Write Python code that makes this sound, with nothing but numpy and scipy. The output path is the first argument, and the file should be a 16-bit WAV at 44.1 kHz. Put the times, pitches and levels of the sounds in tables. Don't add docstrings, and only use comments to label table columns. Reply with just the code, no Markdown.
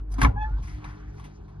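import sys
import numpy as np
from scipy import signal
from scipy.fft import rfft, irfft, next_fast_len
from scipy.io import wavfile
from scipy.ndimage import uniform_filter1d

SR = 44100
rng = np.random.default_rng(int(sys.argv[2]) if len(sys.argv) > 2 else 0)


def linear_from_db(decibels):
    return 10 ** (np.asarray(decibels, float) / 20)


def generate_wav(sig):
    pcm = np.round(np.clip(np.atleast_2d(sig).T, -1, 1) * 32767).astype(np.int16)
    wavfile.write(sys.argv[1], SR, pcm)


N = 70560
T = np.arange(N) / SR

# (time [s], peak level [dB], length [s],
# brightness [dB/octave], favoured pitch [Hz])
CRACKS = [(.001, -34.5, 0.0019, 1, 2800), (.101, -64.5, .02, 11, 4960), (0.116, -50, 0.015, 11, 5170),
          (0.138, -43, 0.0057, 10.5, 5000), (0.165, -43.5, .01, 2, 1040), (0.181, -28.5, 0.042, 1.5, 918),
          (0.206, -39, 0.0078, 8.5, 2520), (0.2144, -14, 0.0041, 5, 2500), (0.2157, -10.5, 0.007, 3, 1620),
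          (0.227, -18, 0.012, 5.5, 1020), (0.23, -16.5, 0.01, 2.5, 1130), (0.2451, -9.5, 0.0069, -1, 2240),
          (0.2486, -17, 0.0031, 2, 1620), (0.262, -20.5, 0.0038, -3, 1330), (0.268, -25, 0.0033, -7, 864),
          (0.273, -47, 0.049, -13.5, 1345), (0.493, -52, .005, 5, 4100), (0.532, -52, 0.0057, 3.5, 4200),
          (0.624, -43, 0.05, 5, 1220), (0.669, -45.5, 0.11, 5, 1860), (0.827, -52.5, 0.03, -3, 1074),
          (0.843, -32, 0.0039, 4, 4500), (0.844, -41, 0.011, 0, 1340), (0.849, -41, 0.11, 1, 1570),
          (1.172, -50, 0.14, 3.2, 2570), (1.196, -40, 0.0048, 5.5, 1130), (1.24, -44, 0.022, 7, 3050),
          (1.478, -52.5, 0.032, 3, 960)]
# (pitch [Hz], level [dB], time to fall 60 dB [s])
LINER = [(490, -7.5, 0.02), (760, -5.5, 0.013), (1020, -2.5, 0.017), (1130, -3, 0.0087),
         (1450, -12.5, 0.011), (1620, -4, 0.0037), (2077, -3.5, 0.0083), (2550, -16, 0.0092),
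         (3300, -14, 0.004), (4080, -16, 0.003), (4995, -26, 0.027), (6040, -17, 0.0063),
         (8750, -13.5, 0.0036), (11000, -20.5, 0.0019)]
# (time [s], peak level [dB], pitch [Hz], time to peak [s])
KNOCKS = [(.119, -50, 1020, 0.0019), (.139, -45, 720, .002), (.119, -55.5, 5170, .002),
          (.1395, -51.5, 5026, 0.0016), (.183, -39.5, 1010, 0.0013), (.2160, -18, 1620, 0.0026),
          (.219, -24.5, 988, 0.0047), (.231, -21, 1130, 0.0035), (.225, -29.5, 189.8, .01),
          (.243, -25.5, 193.3, 0.007), (.2462, -15.5, 2257, 0.0017), (.2475, -14, 1020, 0.0027),
          (.2465, -22, 1730, 0.003), (.256, -31, 1620, 0.0035), (.248, -21, 1296, 0.0022),
          (.264, -25, 813, 0.0016), (.281, -39, 1390, 0.0036), (.30, -38.5, 792, 0.0059),
          (.33, -51, 997, 0.019), (.675, -47, 151, 0.019), (.8425, -38.5, 2370, 0.00082),
          (.8425, -47.5, 3780, 0.00082), (.844, -40.5, 833, 0.0025), (.883, -52, 1440, 0.0013),
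          (1.193, -47, 1130, 0.0036), (1.248, -48, 980, .003)]
# (time [s], peak level [dB], second panel [dB re boom], shelf [dB re boom])
THUDS = [(0.167, -33, -11.5, -4), (0.186, -25, -9, 2.5), (0.2262, -9.5, -1.5, -42.5), (.232, -31, -9, 12),
         (0.2456, -7.5, -44.5, -9.5), (.279, -14, 3, -19), (0.348, -41, 15, 0.5), (0.367, -29, 3.5, -12),
         (0.388, -34, 0, -19), (0.409, -23, -26.5, -17.5), (0.451, -19.5, -17, -23),
         (0.467, -30.5, -26.5, -26), (0.508, -29, 4.5, -13.5), (0.528, -16.5, -17.5, -43),
         (0.551, -20.5, -20, -40.5), (.594, -21.5, -4, -24.5), (0.637, -21.5, -9.5, -33.5),
         (0.733, -22, -24, -41.5), (0.783, -32, -1.5, -34), (0.8765, -29, 0.5, -35),
         (1.1815, -32, -30, -29)]
# (pitch [Hz], time to fall 60 dB [s], softness of the push [Hz])
BODY = [
    (58.3, 0.14, 82),
    (116.4, 0.067, 260),
    (272.6, 0.12, 1300),
]
# (time [s], pitch [Hz], level [dB], level one octave up [dB])
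SQUEAK = [
    (0.355, 824, -53.5, -62),
    (.368, 825, -36.5, -50),
    (.381, 841, -33.5, -39.5),
    (0.393, 850, -38.5, -47.5),
    (0.425, 861, -32.5, -39.5),
    (.434, 846.5, -31, -57),
    (0.446, 863, -35, -36),
    (.472, 874, -42, -51),
    (.514, 858, -51.5, -93),
]
# (multiple of pitch, level [dB], growth with squeak level [dB/dB])
SQUEAK_TONES = [(3, -14, 0.89), (4, -12, 2), (5, -27, 2.3), (6, -39.5, 1.9), (7, -24, 1.9)]
# (time [s], left minus right [dB])
SQUEAK_PAN = [(.35, -1), (.46, 1.5), (.51, 0)]
# (time [s], pitch [Hz], level [dB])
WHINE = [
    (.40, 1300, -87.5),
    (.46, 1348, -62.5),
    (.54, 1463, -49.5),
    (.60, 1620, -69),
]
# (time [s], level [dB], tilt [dB/octave])
AIR = [(0, -64, -5), (.09, -60.5, -6.5), (.15, -53.5, 0), (.3, -56.5, -14), (.38, -53, -7.5),
       (.5, -53.5, -3), (.6, -53, -3), (.67, -62, 4), (.78, -55.5, -0.4), (.9, -51, -1), (1.0, -55.5, -2),
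       (1.15, -57.5, 0.3), (1.26, -58.5, -2), (1.36, -59.5, -1), (1.6, -58, -5)]
# (pitch [Hz], level [dB per Hz])
AIR_COLOUR = [(290, -35.5), (500, 0.5), (635, 1.5), (726, -24), (910, -3), (2280, -8.5), (3170, -20),
              (4300, -10), (6200, -17.5), (12000, -41.5), (15600, -81), (22000, -120)]
# (pitch [Hz], level [dB per Hz])
RUMBLE = [(15, -32), (25, -25), (54, 5.5), (141, -13.5), (253, -15), (316, -12.5), (418, -13.5),
          (522, -33.5), (700, -19.5), (910, -60.5), (1540, -120)]
# (pitch [Hz], level with door open [dB rms], extra with door shut [dB])
HUM = [(49.3, -46.5, 12), (100.9, -52, 10.5), (103.3, -55.5, 11), (147.8, -53.5, -8), (197.2, -59, 3),
       (254.4, -89.5, 14.5), (303, -55.5, -4), (420.4, -61.5, -1.5)]
# (pitch [Hz], lead of the left [radians])
PORT_PHASE = [(0, 0), (180, -.3), (300, -1.1), (530, -3.1), (790, -1.0), (1850, -1.9), (2200, -4.8),
              (4000, -6.3), (6500, -9.4), (9500, -9.4), (10600, -12.5)]
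# (time [s], level [dB])
COMMON_GAP = [(.1, -5.5), (.21, -10.5), (.215, -32), (1.18, -22.5), (1.26, -10), (1.29, -32)]

DOOR_PAN_DB, BACKGROUND_PAN_DB = 1.5, 0.73
RUMBLE_DB = -47
OPPOSITE = np.array([[1], [-1]])


def rms_one(x):
    return x / np.sqrt(np.mean(x ** 2) + 1e-20)


def in_time(rows):
    s, *columns = np.transpose(rows)
    return [np.interp(T, s, column) for column in columns]


def drift(rate_hz):
    r = np.exp(-80 * np.pi * rate_hz / SR)
    slow = signal.lfilter([1], [1, -2 * r, r * r], rng.standard_normal(N // 40 + 2002))
    slow = slow[2000:]
    return np.interp(np.arange(N) / 40, np.arange(len(slow)), rms_one(slow))


def ring(clicks, hz, t60):
    r = np.exp(-np.log(1000) / (t60 * SR))
    w = 2 * np.pi * hz / SR
    return signal.lfilter([0, np.sin(w)], [1, -2 * r * np.cos(w), r * r], clicks + 1e-18)


def cracks():
    snaps_per_s, snap_spread_db = 11000, 2.2
    rise_s, tail_db, tail_s = 0.001, -27, 0.09
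    favour_db, favour_octaves = 7, 0.3
    born = rng.random(N) < snaps_per_s / SR
    out = 0
    for hz, level_db, t60 in LINER:
        snap_height = linear_from_db(snap_spread_db * np.minimum(rng.exponential(1, N), 4))
        snaps = born * snap_height * rng.choice([-1, 1], N)
        force = np.zeros(N)
        for s, db, length, bright_db, favoured_hz in CRACKS:
            span = slice(int(s * SR), int(s * SR) + SR // 4)
            age = np.maximum(T[span] - s, 0)
            burst = np.exp(-(age / length) ** 2)
            tail = linear_from_db(tail_db) * np.exp(-np.log(1000) * age / tail_s / 2)
            rise = 1 - np.exp(-age / rise_s)
            octaves_away = np.log2(hz / favoured_hz)
            favour = favour_db * np.exp(-(octaves_away / favour_octaves) ** 2)
            force[span] += rise * (burst + tail) * linear_from_db(db + favour + bright_db * np.log2(hz / 1500))
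        out = out + ring(snaps * force * linear_from_db(level_db - 23.5), hz, t60)
    return out


def knocks():
    s, db, hz, rise_s = np.transpose(KNOCKS)[:, :, None]
    age = np.maximum(T - s, 0)
    swell = age / rise_s * np.exp(1 - age / rise_s)
    return (linear_from_db(db) * swell * np.sin(2 * np.pi * hz * age)).sum(0)


def thuds():
    s, db, *shares = np.transpose(THUDS)
    parts = []
    for (hz, t60, soft_hz), share_db in zip(BODY, [0 * s] + shares):
        clicks = np.zeros(N)
        clicks[(s * SR).astype(int)] = linear_from_db(db + share_db)
        soften = signal.butter(2, soft_hz, fs=SR, output="sos")
        parts.append(signal.sosfilt(soften, ring(clicks, hz, t60)))
    cabinet_boom, panel, shelf = parts
    return cabinet_boom + panel, shelf


def squeak():
    hz, db, octave_db = in_time(SQUEAK)
    turn = 2 * np.pi * np.cumsum(hz * (1 + 0.0035 * drift(40))) / SR
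    to_edge_s = np.minimum(T - SQUEAK[0][0], SQUEAK[-1][0] - T)
    alive = np.clip(to_edge_s / 0.002, 0, 1)
    effort_db = uniform_filter1d(db - db.max(), size=900)
    effort_db = effort_db - 180 * np.maximum(0.40 - T, 0) - 570 * np.maximum(T - 0.455, 0)
    tone = linear_from_db(db) * np.sin(turn) + linear_from_db(octave_db) * np.sin(2 * turn)
    for multiple, rel_db, growth in SQUEAK_TONES:
        level_db = -44 + rel_db + growth * effort_db + 4.5 * drift(34)
        tone = tone + linear_from_db(level_db) * np.sin(multiple * turn)
    return np.sqrt(2) * alive * tone


def whine():
    hz, db = in_time(WHINE)
    alive = (T > WHINE[0][0]) & (T < WHINE[-1][0])
    level = linear_from_db(db + 1.5 * drift(42))
    turn = 2 * np.pi * np.cumsum(hz * (1 + 0.005 * drift(60))) / SR
    return alive * level * np.sin(turn)


def banded_noise(spectrum, patchy_db, bright_db=0):
    hz, db = np.transpose(spectrum)
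    together = drift(2.9)
    edges = 25 * 2 ** np.arange(0, 9.1, 0.5)
    white = rng.standard_normal((2, 2, N))
    out = 0
    for k, (low, high) in enumerate(zip(edges, edges[1:])):
        band_filter = signal.butter(2, [low, high], "band", fs=SR, output="sos")
        band = signal.sosfilt(band_filter, white[k % 2])
        level_db = np.interp(np.log(low * high) / 2, np.log(hz), db, left=-70, right=-70)
        level_db = level_db + bright_db * np.log2(low / 1000)
        flicker_db = patchy_db * (0.56 * together + 1.7 * drift(10.9))
        out = out + linear_from_db(level_db + flicker_db) * band
    return rms_one(out)


def air_rush():
    air_db, bright_db = in_time(AIR)
    air = banded_noise(AIR_COLOUR, patchy_db=2.0, bright_db=bright_db)
    all_around = linear_from_db(-6) * air[::-1]
    return linear_from_db(air_db) * (ports(air[0], PORT_PHASE, BACKGROUND_PAN_DB) + all_around)


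def hum():
    open_at_s, open_takes_s, buzz_ends_s = 0.66, 0.33, 1.13
    shut = np.clip((open_at_s - T) / open_takes_s + 0.5, 0, 1)
    buzz_over = np.clip(20 * (T - buzz_ends_s), 0, 1)
    out = 0
    for hz, db, shut_db in HUM:
        buzz_db = -9 * (280 < hz < 320) * buzz_over
        level_db = db + shut_db * shut + buzz_db + 3.5 * drift(6.1)
        out = out + linear_from_db(level_db) * np.sin(2 * np.pi * (hz * T + rng.random()))
    return np.sqrt(2) * out


def ports(x, phase, pan_db=0):
    size = next_fast_len(N + 2048)
    hz = np.arange(size // 2 + 1) * SR / size
    turn = np.exp(0.5j * np.interp(hz, *np.transpose(phase)))
    spectrum = rfft(x, size)
    left = irfft(spectrum * turn, size)[:N] * linear_from_db(pan_db / 2)
    right = irfft(spectrum / turn, size)[:N] * linear_from_db(-pan_db / 2)
    return np.array([left, right])


def cabinet(x):
    t60 = 0.042
    size = next_fast_len(N + SR // 2)
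    w = 2 * np.pi * np.arange(size // 2 + 1) / size
    spectrum = rfft(x, size)
    signs = [[1], [-1], [1], [-1], [1], [-1]]
    out = []
    for lags in rng.uniform(0.002, 0.011, (2, 6)) * SR:
        lags = lags[:, None]
        bounce = np.exp(-1j * w * lags) * linear_from_db(-60 * lags / SR / t60)
        echoes = (bounce / (1 - bounce) * signs).sum(0)
        out.append(irfft(spectrum * echoes, size)[:N])
    return np.array(out)


def scene():
    boom, shelf = thuds()
    boom = boom + linear_from_db(-34) * np.roll(boom, SR // 200) * OPPOSITE
    door = cracks() + knocks()
    hinge = squeak()
    air = air_rush()
    rumble = linear_from_db(RUMBLE_DB) * banded_noise(RUMBLE, patchy_db=1.2)
    behind = ports(hum() + rumble[0] + shelf + whine(), PORT_PHASE, BACKGROUND_PAN_DB)
    behind = behind + linear_from_db(-16.5) * rumble[1] * OPPOSITE
    echoes = linear_from_db(-4) * cabinet(door + shelf + linear_from_db(-9.5) * hinge)
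    echoes = echoes * linear_from_db(OPPOSITE * DOOR_PAN_DB / 2)
    door = ports(door, PORT_PHASE, DOOR_PAN_DB)
    hinge = ports(hinge, PORT_PHASE, in_time(SQUEAK_PAN)[0])
    return boom + door + hinge + echoes + air + behind


def low_pass(x):
    return signal.sosfilt(signal.butter(12, 12350, fs=SR, output="sos"), x)


def record(dry):
    overload = 0.9
    dry = overload * np.tanh(dry / overload)
    mid, side = (dry[0] + dry[1]) / 2, (dry[0] - dry[1]) / 2
    gap = signal.butter(6, (6900, 9700), "bandstop", fs=SR, output="sos")
    kept = signal.sosfiltfilt(gap, mid)
    mid = kept + linear_from_db(in_time(COMMON_GAP)[0]) * (mid - kept)
    hollow = signal.butter(2, (429, 630), "band", fs=SR, output="sos")
    mid = mid - (1 - linear_from_db(-2.5)) * signal.sosfiltfilt(hollow, mid)
    side_band = signal.butter(3, (45, 11000), "band", fs=SR, output="sos")
    side = signal.sosfiltfilt(side_band, side)
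    band = signal.butter(4, (30, 11700), "band", fs=SR, output="sos")
    mix = signal.sosfiltfilt(band, np.array([mid + side, mid - side]))
    return low_pass(mix)


dry = scene()
out = record(dry)
generate_wav(out)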